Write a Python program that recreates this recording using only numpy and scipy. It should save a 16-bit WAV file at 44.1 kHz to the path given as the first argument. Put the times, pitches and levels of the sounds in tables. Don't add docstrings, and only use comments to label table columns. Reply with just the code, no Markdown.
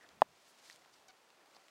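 import sys
import numpy as np
from scipy import signal
from scipy.fft import rfft, irfft, next_fast_len
from scipy.io import wavfile
from scipy.ndimage import map_coordinates

SR = 44100
rng = np.random.default_rng(int(sys.argv[2]) if len(sys.argv) > 2 else 0)


def transcribe(u):
    v = np.clip(np.atleast_2d(u).T, -1, 1)
    q = np.round(v * 32767).astype(np.int16)
    wavfile.write(sys.argv[1], SR, q)


N = 74970


def amp(db):
    return 10 ** (np.asarray(db) / 20)


def unit(x):
    return x / np.sqrt(np.mean(x ** 2) + 1e-20)


def envelope(rows):
    return amp(np.interp(np.arange(N) / SR, *np.transpose(rows)))


def swell(t, length):
    return np.sin(np.pi * np.clip(t / length, 0, 1))


def wobble(rate):
    return map_coordinates(rng.standard_normal(N // 20), [np.arange(N) * rate / SR])


def filtered(x, response):
    size = next_fast_len(len(x) + SR // 4)
    hz = np.fft.rfftfreq(size, 1 / SR) + 1
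    return irfft(rfft(x, size) * response(hz), size)[:len(x)]


def coloured(x, points):
    f, db = np.transpose(points)
    return unit(filtered(x, lambda hz: amp(np.interp(np.log(hz), np.log(f), db))))


def resonance(f, hz, width):
    return 1 / (1 + ((f / hz - hz / f) * hz / width) ** 2)


def add(track, start, sound):
    part = track[max(round(start * SR), 0):][:len(sound)]
    part += sound[:len(part)]


def grains(rate, spread_db):
    hits = rng.random(N) < rate / SR
    signs = rng.choice([-1, 1], N)
    sizes = amp(spread_db * np.clip(rng.standard_normal(N), -2, 2))
    return unit(hits * signs * sizes)


# frequency in Hz, relative density in dB.
AIR_SPECTRUM = [(20, -24), (200, -5), (600, 5), (3000, 1), (7000, -3.5), (11000, -11), (15500, -9.5)]
def air(level_db=-75):
    return amp(level_db) * coloured(rng.standard_normal(N), AIR_SPECTRUM)


# time in seconds, level in dB.
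SLIDE_LEVELS = [(0, -67.5), (.11, -65), (.2, -69), (.3, -70), (.55, -69), (.72, -67.5), (.9, -68.5),
                (1.2, -70), (1.4, -68), (1.7, -69.5)]
RUMBLE_LEVELS = [(0, -86), (.1, -82), (.16, -72), (.23, -76.5), (.31, -76.5), (.38, -92.5), (.56, -86.5),
                 (.7, -87.5), (1.1, -89), (1.3, -94.5), (1.7, -97.5)]
# frequency in Hz, relative density in dB.
SLIDE_SPECTRUM = [(30, -35), (90, -21.5), (160, -10.5), (300, -1.5), (700, 1.5), (1300, -2), (2200, -6.5),
                  (4000, -13), (9000, -24.5), (15500, -34.5)]
RUMBLE_SPECTRUM = [(20, -17.5), (60, -7), (110, -3.5), (170, 0), (300, -9.5), (700, -34.5)]
def soil():
    crumbs = grains(rate=1600, spread_db=1.5) + rng.standard_normal(N)
    slide = envelope(SLIDE_LEVELS) * amp(.8 * wobble(40)) * coloured(crumbs, SLIDE_SPECTRUM)
    rumble = envelope(RUMBLE_LEVELS) * coloured(rng.standard_normal(N), RUMBLE_SPECTRUM)
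    return slide + rumble


# time in seconds, level in dB.
BRUSH_LEVELS = [(0, -74), (.09, -76), (.18, -79), (.33, -75.5), (.41, -71.5), (.5, -69), (.54, -71),
                (.61, -69), (.66, -62.5), (.73, -65.5), (.79, -72), (.9, -76), (.96, -70.5), (1.05, -76),
                (1.2, -76), (1.42, -77.5), (1.55, -72), (1.7, -74)]
# frequency in Hz, relative density in dB.
LEAF_SPECTRUM = [(300, -21), (1000, -6), (2000, -1), (4500, 3), (7500, -2), (10000, -7.5), (12500, -14.5),
                 (15500, -20)]
def plants():
    contacts = grains(rate=2500, spread_db=3.5) + .9 * rng.standard_normal(N)
    clumps = amp(1.2 * wobble(90))
    return envelope(BRUSH_LEVELS) * clumps * coloured(contacts, LEAF_SPECTRUM)


# start and length in seconds, level in dB, centre and width in Hz.
RUBS = [(.0, 0.071, -64.5, 1710, 497), (0.472, .05, -72.5, 8800, 6000), (.722, 0.012, -61, 4800, 3000),
        (0.845, 0.009, -64.5, 2200, 1800), (.932, 0.019, -65.5, 4900, 2800),
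        (1.081, 0.0093, -59.5, 5800, 2970), (1.103, 0.0088, -64.5, 1350, 700),
        (1.555, 0.017, -64, 4480, 1200)]
def scuffs():
    out, t = np.zeros(N), np.arange(SR // 5) / SR
    for start, length, db, hz, width in RUBS:
        rub = unit(filtered(rng.standard_normal(len(t)), lambda f: resonance(f, hz, width)))
        add(out, start, amp(db) * rub * swell(t, length))
    return out


# frequency in Hz, relative gain in dB.
RIG_RESPONSE = [(300, -18), (750, 0), (1500, -1.5), (2300, -2.5), (3200, -7), (4500, -2), (7000, -20),
                (14000, -32)]
def creak(start=1.083, level_db=-61.5, first_hz=779.5, last_hz=725, count=19):
    out, slips = np.zeros(N), np.zeros(SR // 10)
    scatter, size_db = rng.standard_normal((count, 2)).T
    periods = 1 / np.linspace(first_hz, last_hz, count)
    times = np.cumsum(periods) + .022 * scatter / first_hz
    slips[np.round(times * SR).astype(int)] = amp(size_db)
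    active_share = times[-1] * SR / len(slips)
    add(out, start, amp(level_db) * coloured(slips, RIG_RESPONSE) * np.sqrt(active_share))
    return out


# start in seconds, ring level in dB, ring frequency
# in Hz, time to decay by 60 dB in seconds, crack level relative to the ring in dB.
SNAP_EVENTS = [(.0100, -56, 1900, 0.058, -14), (0.0443, -64, 1830, 0.027, -22),
               (.0632, -59, 3370, .012, -11.5), (0.0898, -55.5, 3350, 0.012, 2),
               (0.6991, -44, 1915, 0.013, -3), (0.7107, -46.5, 3970, .006, -6),
               (.7600, -52, 8600, 0.0043, -0.5), (.8205, -58, 2060, 0.021, -15),
               (.8595, -55.5, 900, 0.017, -5), (1.3030, -55.5, 2670, 0.012, -3),
               (1.4590, -59, 4600, 0.0068, -2), (1.5487, -49.5, 4360, 0.0078, -8.5),
               (1.5665, -46.5, 850, 0.0089, -24), (1.6412, -57.5, 2010, 0.012, -4),
               (1.6834, -56, 2000, 0.011, 0)]
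# frequency in Hz, relative density in dB.
CRACK_SPECTRUM = [(300, -10.5), (1000, -9.5), (2000, 0.5), (4500, 3.5), (8000, -5), (11000, -12.5),
                  (15500, -22)]
def snaps(crack_t60=0.0076, low_cut_hz=300):
    out, t = np.zeros(N), np.arange(SR // 20) / SR
    for start, db, hz, t60, crack_db in SNAP_EVENTS:
        ring = np.sin(2 * np.pi * hz * t) * amp(-60 * t / t60)
        noise = coloured(rng.standard_normal(len(t)), CRACK_SPECTRUM)
        crack = noise * amp(crack_db - 60 * t / crack_t60)
        add(out, start, amp(db) * (ring + crack))
    return signal.sosfilt(signal.butter(2, low_cut_hz, "high", fs=SR, output="sos"), out)


# frequency in Hz, width in Hz, gain in dB.
KNOCK_PEAKS = [(244, 130, 7), (467, 241, 13), (651, 200, 24), (836.5, 280, 25.5), (1016, 270, 21.5),
               (1786, 290, 8), (2660, 430, 0.5), (3359, 560, -1.5), (4500, 865, -11), (5986, 930, -18.5),
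               (8090, 2200, -29.5), (14090, 6500, -36)]
# frequency in Hz, relative density in dB.
BURST_SPECTRUM = [(2000, -15), (5000, -0.5), (9000, -2), (12000, -5.5), (15500, -1.5)]
def knock(start=.2193, gain_db=-0.5, burst_db=-56.5, burst_s=.003):
    size = 16384
    f, t = np.fft.rfftfreq(size, 1 / SR) + 1, np.arange(SR // 40) / SR
    power = sum((amp(db) * resonance(f, hz, width)) ** 2 for hz, width, db in KNOCK_PEAKS) + 1e-5
    dip = amp(-17 * resonance(f, hz=2165, width=150))
    cepstrum = irfft(np.log(np.sqrt(power) * dip))
    fold = np.r_[1, np.full(size // 2 - 1, 2), 1, np.zeros(size // 2 - 1)]
    body = irfft(np.exp(rfft(cepstrum * fold)))[:len(t)]
    burst = coloured(rng.standard_normal(len(t)), BURST_SPECTRUM) * swell(t, burst_s)
    out = np.zeros(N)
    add(out, start, amp(gain_db) * body + amp(burst_db) * burst)
    return out


def scene():
    return (air() + knock() + plants() + soil() + snaps() + scuffs() + creak())[None]


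def record(dry):
    cutoff_hz = 15800
    return filtered(dry[0], lambda hz: 1 / np.sqrt(1 + (hz / cutoff_hz) ** 160))[None]


dry = scene()
out = record(dry)
transcribe(out)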